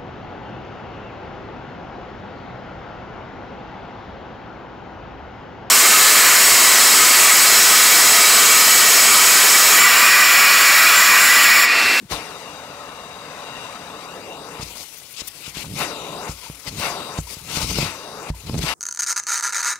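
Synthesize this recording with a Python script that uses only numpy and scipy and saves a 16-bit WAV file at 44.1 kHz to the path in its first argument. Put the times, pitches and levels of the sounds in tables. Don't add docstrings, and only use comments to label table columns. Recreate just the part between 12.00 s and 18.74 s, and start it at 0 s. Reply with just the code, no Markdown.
import sys
import numpy as np
from scipy import signal
from scipy.io import wavfile
from scipy.ndimage import uniform_filter1d

SR = 44100
rng = np.random.default_rng(int(sys.argv[2]) if len(sys.argv) > 2 else 0)


def to_wav(s):
    ch = np.atleast_2d(s).T
    pcm = np.round(np.clip(ch, -1, 1) * 32767)
    wavfile.write(sys.argv[1], SR, pcm.astype(np.int16))


N = 297234
FRAME, HOP = 512, 128
T = np.arange(N) / SR
HZ = np.fft.rfftfreq(FRAME, 1 / SR)
FRAME_T = np.arange(-(-N // HOP) + 1) * HOP / SR
NOW = FRAME_T[:, None]
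LOW_HZ, MIDDLE_HZ, TREBLE_HZ, TOP_HZ = (350, 1400), (2000, 7000), (2500, 12000), (9000, 15500)


def amp(db):
    return 10 ** (np.asarray(db) / 20)


def unit(x):
    return x / np.sqrt(np.mean(x ** 2) + 1e-20)


def on_bins(table, column=1):
    rows = np.array(table)
    return np.interp(np.log(HZ + 1), np.log(rows[:, 0]), rows[:, column])


def gate(start, end, fade_s):
    return np.sin(np.pi / 2 * np.clip(np.minimum(T - start, end - T) / fade_s + .5, 0, 1))


def frame_gate(start, end, fade_s):
    return np.interp(NOW, T, gate(start, end, fade_s))


def swell_db(peak, rise, fall, shape=1.62):
    return -10 * np.minimum(np.maximum((peak - NOW) / rise, (NOW - peak) / fall), 20) ** shape


def band_db(gain, band):
    inside = (HZ >= band[0]) & (HZ < band[1])
    return 10 * np.log10((gain ** 2 * inside).mean(-1, keepdims=True) + 1e-20)


def ramp(from_hz, to_hz):
    return np.clip(np.log((HZ + 1) / from_hz) / np.log(to_hz / from_hz), 0, 1)


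def resonances_db(rows, at_hz):
    return sum(db / (1 + (2 * (at_hz - hz) / width) ** 2) for hz, width, db in rows)


def wander(count, smoothing):
    return unit(uniform_filter1d(rng.standard_normal(count), smoothing))


def eddies(frames, bins):
    noise = rng.standard_normal((len(FRAME_T), len(HZ)))
    slow = uniform_filter1d(noise, frames, axis=0, mode="wrap")
    return unit(uniform_filter1d(slow, bins, axis=1, mode="wrap"))


def turbulence():
    return rng.standard_normal((2, N))


def spray(per_s, spread_db, drops_db):
    sizes = amp(spread_db * np.minimum(rng.exponential(1, N), 2))
    drops = sizes * (rng.random(N) < per_s / SR)
    return unit(turbulence() + amp(drops_db) * unit(drops * np.sign(turbulence())))


def add(mix, start, sound):
    part = mix[max(round(start * SR), 0):][:len(sound)]
    part += sound[:len(part)]


# frequency in Hz,
# left over right in dB, likeness from 0 to 1, the left's lead in radians.
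MIC_PAIR = [(60, 1.5, 0.9, 0), (161, -3, 0.98, 0), (322, 2, 0.96, 0.63), (640, 2, 0.96, 0.59),
            (1200, 6, 1, 1.1), (2060, 10, 0.25, 0.67), (3350, 15, 0.5, 1.6), (6000, 18, 0, 1.2),
            (15000, 19.5, 0.1, 0)]


def at_microphones(drive, gain):
    framing = dict(nperseg=FRAME, noverlap=FRAME - HOP)
    left, unrelated = signal.stft(drive, **framing)[2].swapaxes(1, 2)
    shadow = amp(-on_bins(MIC_PAIR))
    likeness = np.clip(on_bins(MIC_PAIR, column=2), 0, 1)
    phase = np.exp(-1j * on_bins(MIC_PAIR, column=3))
    right = shadow * (likeness * phase * left + np.sqrt(1 - likeness ** 2) * unrelated)
    centre_gain = np.sqrt(1 + 2 * likeness * shadow * phase.real + shadow ** 2) / 2
    pair = np.array([left, right]) * gain / centre_gain
    return signal.istft(pair.swapaxes(1, 2), **framing)[1][:, :N]


def room(x, t60=0.046, wet_db=-13, band_hz=(130, 3000), reflections_per_s=1500):
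    t = np.arange(SR // 4) / SR
    taps = rng.standard_normal((2, len(t))) * (rng.random((2, len(t))) < reflections_per_s / SR)
    taps *= (t > .004) * amp(-60 * t / t60)
    taps /= np.linalg.norm(taps, axis=1, keepdims=True)
    tail = signal.sosfilt(signal.butter(2, band_hz, "bandpass", fs=SR, output="sos"), taps)
    return x + amp(wet_db) * signal.fftconvolve(x, tail, axes=1)[:, :N]


# frequency in Hz, relative level in dB.
DRONE_SPECTRUM = [(20, -31), (55, 11), (130, -5.5), (400, -5.5), (1000, -9), (3000, -13.5),
                  (8000, -14.5), (15500, -21)]


def suction_unit(level_db=-52):
    return at_microphones(turbulence(), amp(level_db) * unit(amp(on_bins(DRONE_SPECTRUM))))


# start and end in seconds, relative level in dB,
# first and last pitch in Hz, waver as a share of the pitch.
TOOTS = [(0, 0.071, -43.5, 300, 140, 0.29), (2.676, 2.76, -54, 933, 973, .02),
         (4.423, 4.444, -46.5, 1000, 970, .02), (4.46, 4.474, -40.5, 940, 920, .02),
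         (5.269, 5.285, -43.5, 960, 1000, .02), (6.337, 6.35, -46, 970, 950, .02)]


def toots():
    out = np.zeros(N)
    for start, end, db, first_hz, last_hz, waver in TOOTS:
        count = max(round((end - start) * SR), 2)
        pitch = np.geomspace(first_hz, last_hz, count) * (1 + waver * wander(count, smoothing=150))
        tone = np.sin(2 * np.pi * np.cumsum(pitch) / SR)
        add(out, start, amp(db) * unit(tone * signal.windows.tukey(count, .5)))
    return out * amp([[1], [-1.5]])


# time in seconds, # relative level in dB,
# kick length in ms, suction dip before it as a share of the kick.
SNAPS = [(.113, -33, 3.9, .3), (0.1246, -30.5, 6.7, 0.6), (2.597, -25.5, 2.7, .4), (2.63, -28, 2.9, .5),
         (3.2195, -30.5, 1.4, 1), (3.4792, -31.5, 2.7, 0.41), (3.5706, -25.5, 1.9, 0.71),
         (4.2948, -22.5, 4, 0.39), (4.4998, -25.5, 2.5, 0.68), (4.6765, -25.5, 2.7, .5),
         (5.188, -16, 3.7, 0.59), (5.3695, -33, 3.4, .5), (5.5727, -18, 1.57, 0.78),
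         (5.6299, -28, 6.7, 0.56), (5.646, -24.5, 3.5, 1), (5.699, -25, 3.2, 1), (5.7145, -21.5, 2.7, 1.1),
         (5.7865, -10.5, 1.8, 0.4), (5.8289, -15, 2.2, 0.33), (6.302, -16, 4.3, 0.052),
         (6.497, -19, 2.2, 0.89), (6.544, -19.5, 2, 0.59), (6.5535, -22, 0.85, 0.98),
         (6.5918, -18.5, 4, 0.27), (6.6397, -19, 1.9, 0.56)]
# frequency in Hz, relative level in dB, t60 in seconds.
HOSE_MODES = [(57.9, -8.5, 0.36), (91, -15, 0.36), (151.6, -6, 0.1), (223, -19, 0.1)]


def thumps(dip_ms=3.5, lowpass_hz=1200):
    out = np.zeros(N)
    t = np.arange(-SR // 100, SR // 3) / SR
    after = np.maximum(t, 0)
    build = np.exp(1000 * np.minimum(t, 0) / dip_ms)
    ring = sum(amp(db - 60 * after / t60) * np.sin(2 * np.pi * hz * after) for hz, db, t60 in HOSE_MODES)
    for when, db, length_ms, dip in SNAPS:
        age = 1000 * after / length_ms
        kick = np.cos(np.pi / 2 * age) * np.exp(-age / 2)
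        pressure = np.where(t < 0, -dip * build, kick)
        add(out, when + t[0], amp(db) * (pressure + ring * length_ms / 5))
    return signal.sosfilt(signal.butter(2, lowpass_hz, fs=SR, output="sos"), out) * amp([[-.4], [.4]])


# start, wildest moment and end in seconds,
# relative level in dB. A row that ends before it starts is silent.
FLAP_SPELLS = [(2.57, 2.597, 2.35, -33), (3.55, 3.732, 3.82, -26.5), (4.66, 4.78, 4.81, -25.5),
               (5.406, 5.814, 5.89, -24), (6.434, 6.557, 6.66, -18.5)]
# frequency in Hz, relative level in dB.
FLAP_SPECTRUM = [(20, -34), (55, -10), (85, -3), (120, -1), (150, 9), (195, -10.5), (240, -12.5),
                 (400, -18), (800, -31.5), (3000, -53), (15000, -80)]


def cloth_flutter(flaps_hz=80, unevenness=.3, air_db=-3, trim_db=-4.5, build_db=17.5, die_db=8):
    rate = flaps_hz * np.exp(unevenness * wander(N, smoothing=700))
    slaps = np.diff(np.floor(np.cumsum(rate) / SR), prepend=0) * rng.uniform(0.99, 1, N)
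    drive = unit(slaps - slaps.mean()) * np.array([[1], [0]]) + amp(air_db) * turbulence()
    spells = 0
    for start, wildest, end, db in FLAP_SPELLS:
        arc_db = np.interp(NOW, [start, wildest, end], [-build_db, 0, -die_db])
        spells = spells + amp(db + arc_db) * frame_gate(start, end, fade_s=0.0081)
    colour = unit(amp(on_bins(FLAP_SPECTRUM)))
    return at_microphones(drive / drive[0].std(), colour * amp(trim_db) * spells)


# start and end in seconds,
# relative level in dB, centre in Hz, width in octaves.
SPURTS = [(2.607, 2.636, -34.5, 4470, 0.7), (2.766, 2.835, -41, 5160, 0.41),
          (2.972, 2.99, -43, 14000, 0.22), (3.016, 3.022, -44, 700, 1), (3.108, 3.132, -41, 10900, 0.67),
          (3.164, 3.218, -33, 4360, 0.71), (3.274, 3.286, -27, 13000, 0.94),
          (3.546, 3.585, -34.5, 3050, 0.92), (3.583, 3.634, -38, 2730, 0.44),
          (3.641, 3.651, -36, 900, 0.61), (4.28, 4.326, -38.5, 6150, 0.42), (4.667, 4.69, -47, 4800, .7),
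          (5.175, 5.214, -37.5, 7100, .3), (5.271, 5.349, -37, 5770, 0.94),
          (5.577, 5.718, -36.5, 5460, 0.23), (6.576, 6.592, -30.5, 4250, 1), (6.612, 6.64, -30, 3030, 0.89)]


def spurts(edge_s=0.0012, growth_db=5, trim_db=-2.5):
    gain = 0
    for start, end, db, hz, octaves in SPURTS:
        colour = unit(np.exp(-.5 * (np.log2((HZ + 1) / hz) / octaves) ** 2))
        swell = amp(db + growth_db * np.interp(NOW, [start, end], [-.5, .5]))
        gain = gain + swell * frame_gate(start, end, edge_s) * colour
    drive = spray(per_s=2500, spread_db=3, drops_db=-4)
    return at_microphones(drive, gain * amp(trim_db + 2 * eddies(frames=8, bins=6)))


# start and end in seconds, relative hiss level in dB,
# then fizz and rim leak in dB against the hiss.
SEALED_STROKES = [(0, .1, -62, -4, -14), (2.614, 3.8, -46.5, -1, -8), (4.285, 4.83, -46, -1.5, -3),
                  (5.193, 5.85, -48.5, 1.5, -5), (6.349, 6.68, -47.5, -2, -3)]
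# peak time, rise and fall in
# seconds, relative hiss level in dB, then fizz and rim leak in dB against the hiss.
DRAGS = [(2.69, 0.13, .08, -42.5, -9, 2.5), (2.825, 0.12, 0.022, -40.5, -1, 0.5),
         (2.95, 0.096, .025, -52, 6, -14), (3.21, 0.033, 0.017, -35.5, -18, -6),
         (3.275, 0.041, .02, -40.5, -5, -3.5), (3.365, 0.022, .05, -45, -5, -3),
         (3.475, .075, 0.036, -39, -6, -5.5), (3.61, .06, 0.058, -38.5, -4, -1),
         (4.31, 0.017, 0.042, -40.5, -4, 1.5), (4.44, 0.031, 0.065, -42, -5, -5.5),
         (4.686, 0.027, 0.012, -30, -13, -4.5), (5.305, 0.024, .085, -38, -6, -3),
         (5.563, 0.071, 0.049, -27.5, -10, -4), (5.62, 0.088, 0.047, -28.5, -7, -2.5),
         (5.7, 0.051, 0.062, -29, -7, -7.5), (5.785, .045, .11, -26.5, -10.5, -3.5),
         (6.47, 0.017, 0.013, -42, -12, -6)]
DRAINING = [(4.12, .2, .3, -55, 3, -15), (4.95, .1, .3, -56, 3, -15)]


def suction_levels(fade_s=.008):
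    parts = []
    for start, end, db, fizz, leak in SEALED_STROKES:
        parts.append((db + 20 * np.log10(frame_gate(start, end, fade_s) + 1e-6), fizz, leak))
    for peak, rise, fall, db, fizz, leak in DRAGS + DRAINING:
        parts.append((db + swell_db(peak, rise, fall), fizz, leak))
    for peak, _, rise, peeling, _, inrush_db, *_ in LIFTS:
        parts.append((inrush_db - 3.5 + swell_db(peak - 0.84 * rise, peeling, fall=0.05), -7, -4))
    for when, snap_db, *_ in SNAPS:
        parts.append((snap_db - 20.5 + swell_db(when, rise=0.02, fall=0.0049), -10, 3))
    power = sum(amp([db, db + fizz, db + leak]) ** 2 for db, fizz, leak in parts)
    return 10 * np.log10(power + 1e-12)


# frequency in Hz, relative level in dB.
HISS_SPECTRUM = [(20, -14), (55, -4), (130, 1), (300, -2.5), (480, 1.5), (700, -3), (1000, 1), (1350, 1.5),
                 (1720, -6), (2050, 4.5), (2500, 6), (3300, 4), (4800, 5.5), (7000, -5), (11000, -15),
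                 (15500, -21)]


def cloth_hiss(trim_db=-1.9, rim_db=-2.5):
    hiss_db, fizz_db, leak_db = suction_levels()
    gain = amp(on_bins(HISS_SPECTRUM))
    gain = gain * amp(hiss_db - band_db(gain, MIDDLE_HZ))
    gain *= amp((fizz_db - band_db(gain, TOP_HZ)) * ramp(4900, 10750))
    gain *= amp((leak_db + rim_db - band_db(gain, LOW_HZ)) * ramp(1740, 820))
    gain *= amp(trim_db + 1.96 * eddies(frames=16, bins=6) + 1.5 * eddies(frames=4, bins=160))
    return at_microphones(spray(per_s=2500, spread_db=-1, drops_db=-3.5), gain)


# peak time in seconds,
# rise and fall time in seconds (one value), level in dB.
WHISTLES = [(.27, .07, -48), (.48, 0.078, -43), (1.02, .15, -49.5), (1.57, 0.13, -42.5), (2.14, .05, -46),
            (2.32, .055, -43.5), (4.23, .05, -45), (6.03, .07, -48.5)]


def pipe_whistle(hz=2780, width_hz=55):
    line = unit(np.exp(-.5 * ((HZ - hz) / width_hz) ** 2))
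    swells = sum(amp(db + swell_db(peak, slope, slope)) for peak, slope, db in WHISTLES)
    return at_microphones(turbulence(), line * swells)


# time in seconds, echo lag in ms.
HIGH_LIFT = [(.1, .1), (.45, 1.06), (.87, 1.76), (1.25, 1.88), (1.5, 2.12), (1.63, 2.06), (1.85, 1.33),
             (2.25, .38), (2.6, .05)]


def echo_lag_ms(rest_ms=.06, arch_tops_ms=(.24, .19, .14)):
    lag = np.interp(NOW, *np.transpose(HIGH_LIFT), right=rest_ms)
    for (peak, down, *_), top in zip(LIFTS[1:], arch_tops_ms):
        along = np.clip((NOW - peak) / (down - peak), 0, 1)
        lag += top * (1 - (2 * along - 1) ** 2)
    return lag


def cushion_comb(lag_ms, held_high, inrush, second_share=0.34, second_lag_ms=0.62):
    phase_per_ms = -2j * np.pi * HZ / 1000
    echo = .55 / (1 + lag_ms / 2) * ramp(500, 1600)
    echo *= 1 - (.6 - .45 * held_high) * ramp(5500, 12000)
    echo *= 1 - .6 * inrush
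    second_echo = second_share * held_high * np.exp(phase_per_ms * second_lag_ms)
    return abs(1 + echo * np.exp(phase_per_ms * lag_ms) * (1 + second_echo))


# inrush peak, set-down, rise,
# peeling and closing times in seconds, then in dB the inrush level, the steady roar level, the settled
LIFTS = [(0.128, 2.618, .018, 0.013, .012, -29, -39.5, -6, 1.5),
         (3.82, 4.287, 0.032, 0.034, .012, -26.5, -37, -7, 3.5),
         (4.86, 5.186, 0.051, 0.058, .012, -27, -35.5, -7, -0.5),
         (5.865, 6.3, 0.046, .08, 0.0018, -34, -41, -6.5, 4.5),
         (6.695, 6.73, 0.044, .055, 0.015, -28.5, -37, -3.5, -0.5)]


def airflow(inrush_s=0.058, bright_s=0.26, bright_db=5.5, nearing_s=0.25, nearing_dull=.4):
    roar_db, treble_db = np.full_like(NOW, -100), np.zeros_like(NOW)
    for peak, down, rise, _, closing, inrush_db, steady_db, settled_db, nearing_db in LIFTS:
        age = np.maximum(NOW - peak, 0)
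        approach_db = nearing_db * np.exp(-((NOW - down) / nearing_s) ** 2)
        level = steady_db + (inrush_db - steady_db) * np.exp(-age / inrush_s) + approach_db
        level += swell_db(peak, rise, np.inf) - 10 * np.clip((NOW - down) / closing, 0, 10)
        brightness = settled_db + bright_db * np.exp(-age / bright_s) - nearing_dull * approach_db
        begun = NOW > peak - 2 * rise
        roar_db = np.where(begun, level, roar_db)
        treble_db = np.where(begun, brightness, treble_db)
    facing = np.exp(-((NOW - 1.615) / 0.26) ** 2)
    return roar_db + 2.7 * facing, treble_db + 0.61 * facing


def airborne(fade_s=0.007):
    gates = [gate(peak - 2 * rise, down + 2 * closing, fade_s)
             for peak, down, rise, _, closing, *_ in LIFTS]
    return np.sqrt(sum(lift ** 2 for lift in gates))


# frequency in Hz, relative level in dB at full weight.
ROAR_SPECTRUM = [(20, -46), (60, -17), (150, -6), (255, 1), (305, -9), (420, 7), (720, 3.5), (1300, -1.5),
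                 (1680, -15.5), (2100, -8), (3200, -17.5), (5300, -19.5), (8000, -16), (11500, -28),
                 (15500, -45)]
INRUSH_SPECTRUM = [(20, -25), (60, -18), (200, -7), (600, 2), (1300, 2.5), (1650, -9.5), (2100, 1.5),
                   (2700, 3), (3300, -6.5), (4700, -4.5), (7000, -10), (11000, -14.5), (15500, -39)]
# centre in Hz, width in Hz, peak or dip in dB at full strength.
PIPE_RESONANCES = [(153, 46, 5), (520, 510, 3.5), (620, 70, -3.5), (906, 47, -4), (1020, 120, 3),
                   (2450, 270, 4), (2760, 230, 10.5), (3776, 390, 13.5), (4770, 194, 12), (5870, 400, 7)]
HOLLOW_COLOUR = [(280, 70, 3.5), (367, 87, -17), (1270, 300, 2.5), (1830, 380, 2), (3900, 250, 2),
                 (12500, 11000, -5.5)]


def open_nozzle(steady_treble_db=-5, inrush_treble_db=1, waver=0.0046, ripple_db=0.7):
    roar_db, treble_db = airflow()
    lag_ms = echo_lag_ms()
    inrush = np.clip((treble_db - steady_treble_db) / (inrush_treble_db - steady_treble_db), 0, 1)
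    held_high = np.clip(lag_ms - .5, 0, 1)
    wavering_hz = HZ * (1 + waver * eddies(frames=20, bins=24))
    pipe_db = resonances_db(PIPE_RESONANCES, wavering_hz) + held_high * resonances_db(HOLLOW_COLOUR, HZ)
    flow_db = (0.5 - inrush) * on_bins(ROAR_SPECTRUM) + inrush * on_bins(INRUSH_SPECTRUM)
    gain = amp(flow_db + (1 - 0.55 * inrush) * pipe_db) * cushion_comb(lag_ms, held_high, inrush)
    gain *= amp(roar_db - band_db(gain, LOW_HZ))
    gain *= amp((roar_db + treble_db - band_db(gain, TREBLE_HZ)) * ramp(1500, 2600))
    gain *= amp(0.85 * eddies(frames=26, bins=5) + .6 * eddies(frames=4, bins=90))
    gain *= amp(ripple_db * ramp(3100, 7000) * eddies(frames=70, bins=3))
    return at_microphones(turbulence(), gain) * airborne()


def scene():
    in_the_air = open_nozzle() + pipe_whistle()
    on_the_cloth = cloth_hiss() + spurts() + cloth_flutter() + thumps() + toots()
    return room(in_the_air + on_the_cloth + suction_unit())


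def record(dry, lowest_hz=32, highest_hz=15750):
    thinned = signal.sosfilt(signal.butter(2, lowest_hz, "highpass", fs=SR, output="sos"), dry)
    band_limit = signal.firwin(511, highest_hz, window=("kaiser", 9), fs=SR)
    return signal.oaconvolve(thinned, band_limit[None], "same", axes=1)


dry = scene()
out = record(dry)
to_wav(out)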